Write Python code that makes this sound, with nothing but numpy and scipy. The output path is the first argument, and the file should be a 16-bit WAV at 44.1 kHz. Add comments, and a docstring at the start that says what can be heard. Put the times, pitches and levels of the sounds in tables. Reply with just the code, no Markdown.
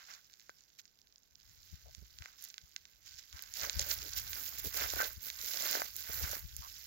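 """First come soft footfalls and faint crackling: someone creeps through dry grass on an open
hillside behind a silent dog, then from about 3.5 s strides on, louder and brighter.
Crackle, snaps and swish are tiny breaks and rubbing noise; footfalls also crush litter into the soil.
Light air buffets the two ports of a hand-held microphone; the right port faces the ground."""
import sys
import numpy as np
from scipy import signal
from scipy.fft import rfft, irfft, next_fast_len
from scipy.io import wavfile

SR = 44100
rng = np.random.default_rng(int(sys.argv[2]) if len(sys.argv) > 2 else 0)


def master(y):
    """Save y as 16-bit WAV."""
    cut = np.clip(np.atleast_2d(y).T, -1, 1)
    pcm = np.round(cut * 32767)  # scale
    wavfile.write(sys.argv[1], SR, pcm.astype(np.int16))


N = 302647  # length in samples

# Levels of grass sounds hold before the ports; all levels hold before record().
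# A foot comes down and rolls off. Columns: t/s of full weight, rise/s, litter level/dB
FOOTFALLS = [(.01, 0.07, -54.5), (.12, 0.046, -52.5), (2.255, 0.055, -58), (3.385, 0.066, -54.5),
             (3.639, 0.035, -41), (3.81, 0.078, -49), (3.914, 0.0052, -39.5), (4.374, 0.024, -47.5),
             (4.811, 0.056, -37.5), (5.004, 0.052, -38), (5.66, 0.056, -41.5), (5.755, 0.066, -40.5),
             (6.115, 0.081, -47.5), (6.245, 0.055, -43.5), (6.336, 0.038, -45)]
# A leg sweeps through a tuft. Columns: t/s of deepest bend, rise/s, stalk level/dB, blade level/dB
LEG_BRUSHES = [(.11, 0.017, -47, -62), (0.793, 0.0087, -45.5, -42), (1.702, 0.081, -56, -53),
               (2.44, 0.065, -51, -43.5), (3.07, 0.018, -47, -46), (3.13, 0.068, -49.5, -49.5),
               (3.189, 0.0088, -43, -40), (3.578, 0.033, -37, -28), (3.643, 0.016, -41, -29),
               (3.817, 0.015, -34, -26), (3.913, 0.027, -33, -17.5), (4.176, 0.014, -33, -20),
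               (4.379, 0.12, -49, -26.5), (4.472, 0.017, -40, -27.5), (4.588, 0.011, -39, -21),
               (4.657, 0.026, -43.5, -22), (4.769, 0.032, -39, -20), (4.91, 0.039, -41, -24),
               (5.029, 0.07, -54, -27), (5.259, 0.034, -44, -25), (5.485, 0.086, -42, -24.5),
               (5.69, 0.12, -35, -22), (5.988, 0.046, -42.5, -27.5), (6.189, 0.12, -41.5, -24.5),
               (6.33, 0.045, -74, -25), (6.71, 0.24, -48, -36.5)]
# Stalks stirring between the strokes. Columns: t/s, level/dB
GRASS_STIR = [(0, -66), (.3, -61.5), (1.0, -68.5), (1.3, -68), (1.5, -60), (2.3, -59.5), (3.0, -63),
              (3.5, -53), (3.75, -43), (4.7, -46), (5.2, -52), (5.6, -37.5), (5.93, -67), (6.5, -54.5),
              (6.86, -62.5)]
# Short snaps of stems and twigs, and one low knock on the microphone at 4.936 s.
# Columns: t/s, level/dB before the shared lift in snaps_and_knock(), f/Hz
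SNAPS_AND_KNOCK = [(.3383, -43, 5400), (.3974, -45, 4600), (.4945, -38.5, 1100), (1.9493, -34.5, 6000),
                   (2.187, -36, 5200), (2.2224, -38, 2400), (2.2583, -36, 2000), (2.4243, -27, 12000),
                   (2.44, -21.5, 14000), (2.4501, -29, 11000), (2.488, -35, 10500), (2.5019, -37, 5900),
                   (2.542, -38, 4000), (2.5807, -33, 3400), (2.7632, -27, 3900), (2.8538, -42, 3400),
                   (3.328, -38, 4000), (3.3928, -36, 3200), (3.4235, -21, 14000), (3.4373, -37, 5200),
                   (3.539, -24, 9000), (3.6138, -26, 6700), (3.6338, -25, 5500), (3.6969, -20, 5300),
                   (3.7937, -17, 6500), (3.7961, -17.5, 7600), (3.813, -21, 10500), (4.135, -29, 6000),
                   (4.332, -28, 3400), (4.586, -22.5, 13500), (4.74, -22.5, 12500), (4.7743, -15.5, 11800),
                   (4.821, -27, 1500), (4.902, -25, 6000), (4.9361, -31, 650), (4.958, -23, 11000),
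                   (5.0027, -25, 1000), (5.0135, -25, 1600), (5.3016, -27, 4000), (5.4455, -25, 9000),
                   (5.6227, -17.5, 10000), (5.7293, -21.5, 5000), (5.7525, -25, 900), (5.8188, -24, 1100),
                   (5.9652, -17, 12700), (6.1961, -21, 14100), (6.5657, -19, 11500)]
# Soft hollow scuffs and low thumps; the one at 2.018 s is a puff-like thump.
# Columns: t/s of the start, length/s, f/Hz, level/dB
SCUFFS_AND_THUMPS = [(1.849, 0.059, 650, -62), (2.018, 0.016, 189, -61.5), (3.558, 0.068, 680, -58),
                     (4.013, 0.08, 395, -59), (4.638, 0.05, 366, -49.5), (4.983, 0.055, 1470, -35.5),
                     (6.61, 0.071, 1055, -52)]
# Moving air at the left port. Columns: t/s, level/dB before its lumps
BREEZE_LEVEL = [(1.2, -81), (1.5, -59.5), (2.25, -62.5), (2.5, -79), (3.55, -61), (3.85, -45.5), (4.4, -56),
                (4.98, -47), (5.25, -61), (6.05, -63), (6.4, -45), (6.75, -61)]
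# Puffs of air. Columns: t/s of the middle, peak level/dB before the churn, port hit
AIR_PUFFS = [(1.736, -36, "left"), (1.987, -41.5, "right"), (2.027, -42.5, "right"), (2.212, -39.5, "left"),
             (2.642, -50.5, "left"), (3.347, -40, "left"), (3.631, -39.5, "left"), (3.771, -26.5, "left"),
             (3.819, -33.5, "left"), (4.001, -39, "left"), (4.26, -43.5, "left"), (4.669, -34.5, "left"),
             (4.85, -35, "left"), (5.177, -38.5, "left"), (6.099, -39.5, "left"), (6.237, -27.5, "left"),
             (6.449, -33.5, "left"), (6.596, -37.5, "left")]

# Tone colours of the sources: only their shape counts. Columns: f/Hz, relative level/dB
SOIL_COLOUR = [(150, -19), (330, -4), (600, 6.5), (900, 0), (1500, -34.5)]
LITTER_COLOUR = [(500, -18.5), (780, -1.5), (1400, 3), (2200, 1), (4500, -12)]
STALK_COLOUR = [(700, -33), (1500, -8), (2800, -2), (5200, 6), (7500, 1.5), (12000, -39)]
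BLADE_COLOUR = [(4000, -22), (12000, 4), (14500, 6), (15700, 5.5)]
WIND_COLOUR = [(22, -5), (65, 9.5), (150, -9.5), (1500, -82)]
FAR_AIR_COLOUR = [(50, 7.5), (700, -8), (16000, -30)]

# Share of the sound common to both ports. Columns: f/Hz, share (0 to 1)
PORT_LIKENESS = [(700, 0.91), (2500, 0.45), (6000, 0)]
# How late the sound reaches the left port. Columns: f/Hz, lag/s
LEFT_PORT_LAG = [(900, 0.00042), (2500, 0.0004453)]
# Shade of the housing over the left port. Columns: f/Hz, level/dB
LEFT_PORT_SHADE = [(900, 0.5), (1500, -3), (2500, -6), (5200, -12), (9000, -5), (15000, -10.5)]
# Tone colour of both ports. Columns: f/Hz, level/dB
PORT_COLOUR = [(7200, -2.5), (8000, -15.5), (8700, -28), (10000, -17.5), (12000, -12)]
# Rings of the housing. Columns: f/Hz, width/Hz, gain (plain factor)
HOUSING_RINGS = [(1540, 32, 1.55), (2040, 30, 0.65)]

# What a footfall also sets off, relative to its litter crunch
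FOOT_STALKS_DB, FOOT_BLADES_DB, FOOT_SOIL_DB = 2.5, 15, -3
# Crunch of a bare touch and of full weight; share of the force while creeping
TOUCH_DB, FULL_WEIGHT_DB, CREEP_SHARE = -59.5, -32, 0.084
# The force grows to full during the STRIDE_CHANGE_S before FULL_STRIDE_S
FULL_STRIDE_S, STRIDE_CHANGE_S = 3.63, 0.3
# Litter dragged by a brushed tuft, relative to its stalks
BRUSH_LITTER_DB = -19.5
# Blades and litter relative to the mean stir; dB they change per dB of the stalks
STIR_BLADES_DB, STIR_LITTER_DB, STIR_GROWTH = 9, -12.5, 1.18
# Shape of every swell (1 pointed, 2 rounded); how much slower it lets go than it presses
SWELL_SHAPE, RELEASE_RATIO = 1.78, 1.39
# Level of a puff at the port it does not hit, relative to the other
FAR_PORT_DB = -56
# The finished sound lies between these limits
LOW_CUT_HZ, CUTOFF_HZ = 30, 15850


def grass():
    """The sole crushes litter and soil, stalks bend and break, blades slide along the legs."""
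    litter_gain, stalk_gain, blade_gain = walk()
    litter = litter_gain * fractures(LITTER_COLOUR, per_s=300, spread_db=2.5, decay_s=.0015,
                                     rub=.9, clump_db=2)
    # only strong pressure goes through to the soil
    weight = np.interp(20 * np.log10(litter_gain), [TOUCH_DB, FULL_WEIGHT_DB], [0, 1]) * gait()
    soil_gain = litter_gain * from_db(FOOT_SOIL_DB) * weight
    soil = soil_gain * fractures(SOIL_COLOUR, per_s=170, spread_db=3.5, decay_s=.0083,
                                 rub=.11, clump_db=4)
    bending = fractures(STALK_COLOUR, per_s=500, spread_db=4.6, decay_s=.0008, rub=.7, clump_db=1.7)
    stalk_ticks = stems(STALK_COLOUR, 1760, 7670)
    stalks = stalk_gain * rms_one(bending + stalk_ticks / np.sqrt(2))
    sliding = fractures(BLADE_COLOUR, per_s=500, spread_db=4.8, decay_s=.0007, rub=.85, clump_db=1.4)
    blade_ticks = stems(BLADE_COLOUR, 11800, CUTOFF_HZ)
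    blades = blade_gain * rms_one(sliding + .5 * blade_ticks)
    return litter + soil + stalks + blades


def walk():
    """Gains of litter, stalks and blades: the powers of footfalls, brushing legs and stir add up."""
    stir_db, = in_time(GRASS_STIR)
    steeper_db = stir_db.mean() + STIR_GROWTH * (stir_db - stir_db.mean())
    feet = sum((from_db(db) * swell(s, rise_s)) ** 2 for s, rise_s, db in FOOTFALLS)
    litter = feet + from_db(steeper_db + STIR_LITTER_DB) ** 2
    stalks = feet * from_db(FOOT_STALKS_DB) ** 2 + from_db(stir_db) ** 2
    foot_blades = feet * gait() * from_db(FOOT_BLADES_DB) ** 2
    blades = foot_blades + from_db(steeper_db + STIR_BLADES_DB) ** 2
    for s, rise_s, stalks_db, blades_db in LEG_BRUSHES:
        bend = swell(s, rise_s)
        stalks = stalks + (from_db(stalks_db) * bend) ** 2
        litter = litter + (from_db(stalks_db + BRUSH_LITTER_DB) * bend) ** 2
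        blades = blades + (from_db(blades_db) * bend) ** 2
    return np.sqrt([litter, stalks, blades])


def gait():
    """Share of full force in the step: creeping at first, then striding."""
    change_s = [FULL_STRIDE_S - STRIDE_CHANGE_S, FULL_STRIDE_S]
    return np.interp(np.arange(N) / SR, change_s, [CREEP_SHARE, 1])


def swell(s, rise_s):
    """Pressure on the grass builds up to 1 at time s, then lets go more slowly."""
    t = np.arange(N) / SR - s
    distance = np.abs(t / rise_s / np.where(t < 0, 1, RELEASE_RATIO))
    return np.exp(-np.minimum(distance, 10) ** SWELL_SHAPE)


def break_sizes(spread_db):
    """Uneven sizes of breaks: many small ones, a few large ones up to a limit."""
    return from_db(spread_db * np.minimum(rng.exponential(1, N), np.pi))


def fractures(spectrum, per_s, spread_db, decay_s, rub, clump_db):
    """Tiny breaks burst and die away over smooth rubbing, in clumps; two directions, rms 1."""
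    breaks = (rng.random(N) < per_s / SR) * break_sizes(spread_db) ** 2
    fade = np.exp(-2 / (decay_s * SR))
    power = signal.lfilter([1], [1, -fade], breaks + 1e-18)
    clumps = from_db(clump_db * drift(70))
    bursts = np.sqrt(power / power.mean() + abs(rub)) * clumps
    return rms_one(colour(bursts * rng.standard_normal((2, N)), spectrum))


def stems(spectrum, low_hz, high_hz, per_s=380, spread_db=3.0, width_hz=600, count=16):
    """Each tick rings one of several stem pitches for a few cycles; two directions, rms 1."""
    sizes = break_sizes(spread_db) * rng.choice([-1, 1], (2, N))
    ticks = sizes * (rng.random(N) < per_s / SR)
    stem_number = rng.integers(0, count, N)
    ringing = np.zeros((2, N))
    for k, hz in enumerate(np.linspace(low_hz, high_hz, count)):
        ringing += band(ticks * (stem_number == k) + 1e-18, hz, width_hz)
    return rms_one(colour(ringing, spectrum))


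def snaps_and_knock(width=1.5, tail_db=-9, tail_s=.0018, edge_hz=5200, edge_db=-4.5,
                    widest_hz=8000, lift_db=1.8):
    """Each snap, and the one knock, is a pulse through a body and a crisp edge, with a short noisy tail."""
    out, t = np.zeros((2, N)), np.arange(SR // 20) / SR
    for s, db, hz in SNAPS_AND_KNOCK:
        noise = rng.standard_normal((2, len(t)))
        scatter = np.exp(-t / tail_s) * noise * np.sqrt(2 / (tail_s * SR))
        pulse = (t == 0) + from_db(tail_db) * scatter
        # a thicker stem has a lower body
        body = rms_one(double_band(pulse, hz, min(hz * width, widest_hz)))
        bright_hz = max(hz, edge_hz)
        edge = rms_one(double_band(pulse, bright_hz, min(bright_hz * width, widest_hz)))
        crack = body + from_db(edge_db) * edge
        # level as if all the energy fell within one millisecond
        per_ms = np.sqrt(np.sum(crack ** 2, axis=1, keepdims=True) * 1000 / SR)
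        add(out, s, from_db(db + lift_db) * crack / per_ms)
    return out


def scuffs_and_thumps(width_hz=330):
    """Each scuff or thump is a brief stroke of noise in one hollow resonance."""
    out = np.zeros((2, N))
    for s, length_s, hz, db in SCUFFS_AND_THUMPS:
        stroke = signal.windows.tukey(int(length_s * SR))
        hollow = double_band(rng.standard_normal((2, len(stroke))), hz, width_hz)
        add(out, s, from_db(db) * stroke * rms_one(hollow))
    return out


def springing(level_db=-67):
    """Trodden stalks spring back with sparse, faint dry ticks throughout."""
    return from_db(level_db) * stems(STALK_COLOUR, 1500, 7500, per_s=12, width_hz=2500)


def wind(right_db=-14):
    """Lumpy low turbulence, unrelated at the two ports and weaker on the right, plus puffs."""
    breeze_db, = in_time(BREEZE_LEVEL)
    lumps = from_db(3.5 * drift(20))
    turbulence = rms_one(colour(rng.standard_normal((2, N)), WIND_COLOUR))
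    rumble = turbulence * lumps * from_db(breeze_db)
    return rumble * from_db([[0], [right_db]]) + puffs()


def puffs(swing_hz=66, cycles=1.05, churn_db=-16, churn_hz=145):
    """An eddy crosses a port: the pressure swings briefly, churns a little and is gone."""
    out, t = np.zeros((2, N)), np.arange(-SR // 20, SR // 20) / SR
    for s, db, port in AIR_PUFFS:
        reach = from_db([[0 if side == port else FAR_PORT_DB] for side in ("left", "right")])
        hz = swing_hz * from_db(rng.uniform(-1, 1))  # each puff about 12 % higher or lower at most
        noise = rng.standard_normal((2, len(t)))
        churn = rms_one(double_band(noise, churn_hz, churn_hz / 2))
        swing = np.sin(2 * np.pi * (hz * t + rng.random((2, 1))))
        passing = 1 / np.cosh(2 * hz * t / cycles)
        add(out, s + t[0], from_db(db) * reach * (swing + from_db(churn_db) * churn) * passing)
    return out


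def far_air(level_db=-75.5):
    """The quiet of the open hill: steady noise, strongest in the lows, separate at each port."""
    return from_db(level_db) * rms_one(colour(rng.standard_normal((2, N)), FAR_AIR_COLOUR))


def ports(sound):
    """The right port hears the ground directly; the left hears it later, duller, partly scattered."""
    direct, scattered = rfft(sound, padded_size())
    hz = np.linspace(0, SR / 2, len(direct))
    share = np.clip(at_hz(PORT_LIKENESS, hz), 0, 1)
    mixed = share * direct + np.sqrt(1 - share ** 2) * scattered
    delay = np.exp(-2j * np.pi * hz * at_hz(LEFT_PORT_LAG, hz))
    left = irfft(mixed * delay)[:N]
    return np.array([colour(left, LEFT_PORT_SHADE), sound[0]])


def from_db(db):
    """Decibels to gain."""
    return 10 ** (np.asarray(db) / 20)


def rms_one(x):
    """Scale to unit power."""
    return x / np.sqrt(np.mean(x ** 2) + 1e-20)


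def in_time(rows):
    """The columns of a time table, drawn as lines through every sample."""
    s, *columns = np.transpose(rows)
    return [np.interp(np.arange(N) / SR, s, column) for column in columns]


def at_hz(points, hz):
    """Read a frequency table on a log-frequency axis."""
    known_hz, values = np.transpose(points)
    return np.interp(np.log(hz + 1), np.log(known_hz), values)  # + 1 avoids log(0)


def padded_size():
    """Transform length with room for filter tails."""
    return 2 * next_fast_len(N // 2 + SR // 10)


def colour(x, spectrum):
    """Filter with the given spectrum that answers only after its input (minimum phase)."""
    size = padded_size()
    gains = from_db(at_hz(spectrum, np.fft.rfftfreq(size, 1 / SR)))
    cepstrum = irfft(np.log(gains))
    # folding the second half onto the first removes any sound ahead of its cause
    cepstrum[1:size // 2] *= 2
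    cepstrum[size // 2 + 1:] = 0
    return irfft(rfft(x, size) * np.exp(rfft(cepstrum)))[..., :N]


def band(x, hz, width_hz):
    """One resonance, gain about 1 on top."""
    r = np.exp(-np.pi * width_hz / SR)
    feed = np.array([1, 0, -1]) * (1 - r * r) / 2
    feedback = [1, -(1 + r * r) * np.cos(2 * np.pi * hz / SR), r * r]
    return signal.lfilter(feed, feedback, x)


def double_band(x, hz, width_hz):
    """The same resonance twice, for steeper sides."""
    return band(band(x, hz, width_hz), hz, width_hz)


def drift(rate):
    """Random wander with spread 1, drawn as lines between `rate` random points per second."""
    knots = rng.standard_normal(N // 20)
    return rms_one(np.interp(np.arange(N) / SR * rate, np.arange(len(knots)), knots))


def add(out, s, sound):
    """Mix a short sound in, starting at time s."""
    start = max(round(s * SR), 0)
    out[..., start:start + sound.shape[-1]] += sound[..., :N - start]


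def scene():
    """Steps in grass, snaps, scuffs and thumps reach the ports, with wind and far air on top."""
    ground = grass() + snaps_and_knock() + scuffs_and_thumps() + springing()
    return ports(ground) + wind() + far_air()


def record(dry):
    """The housing rings, the ports hollow out the treble; deep rumble and the very top are cut."""
    rung = dry + sum(gain * band(dry, hz, width_hz) for hz, width_hz, gain in HOUSING_RINGS)
    low_cut = signal.butter(2, LOW_CUT_HZ, "high", fs=SR, output="sos")
    voiced = signal.sosfilt(low_cut, colour(rung, PORT_COLOUR))
    top_cut = signal.ellip(12, .1, 70, CUTOFF_HZ, fs=SR, output="sos")
    return signal.sosfilt(top_cut, voiced)


dry = scene()
out = record(dry)
master(out)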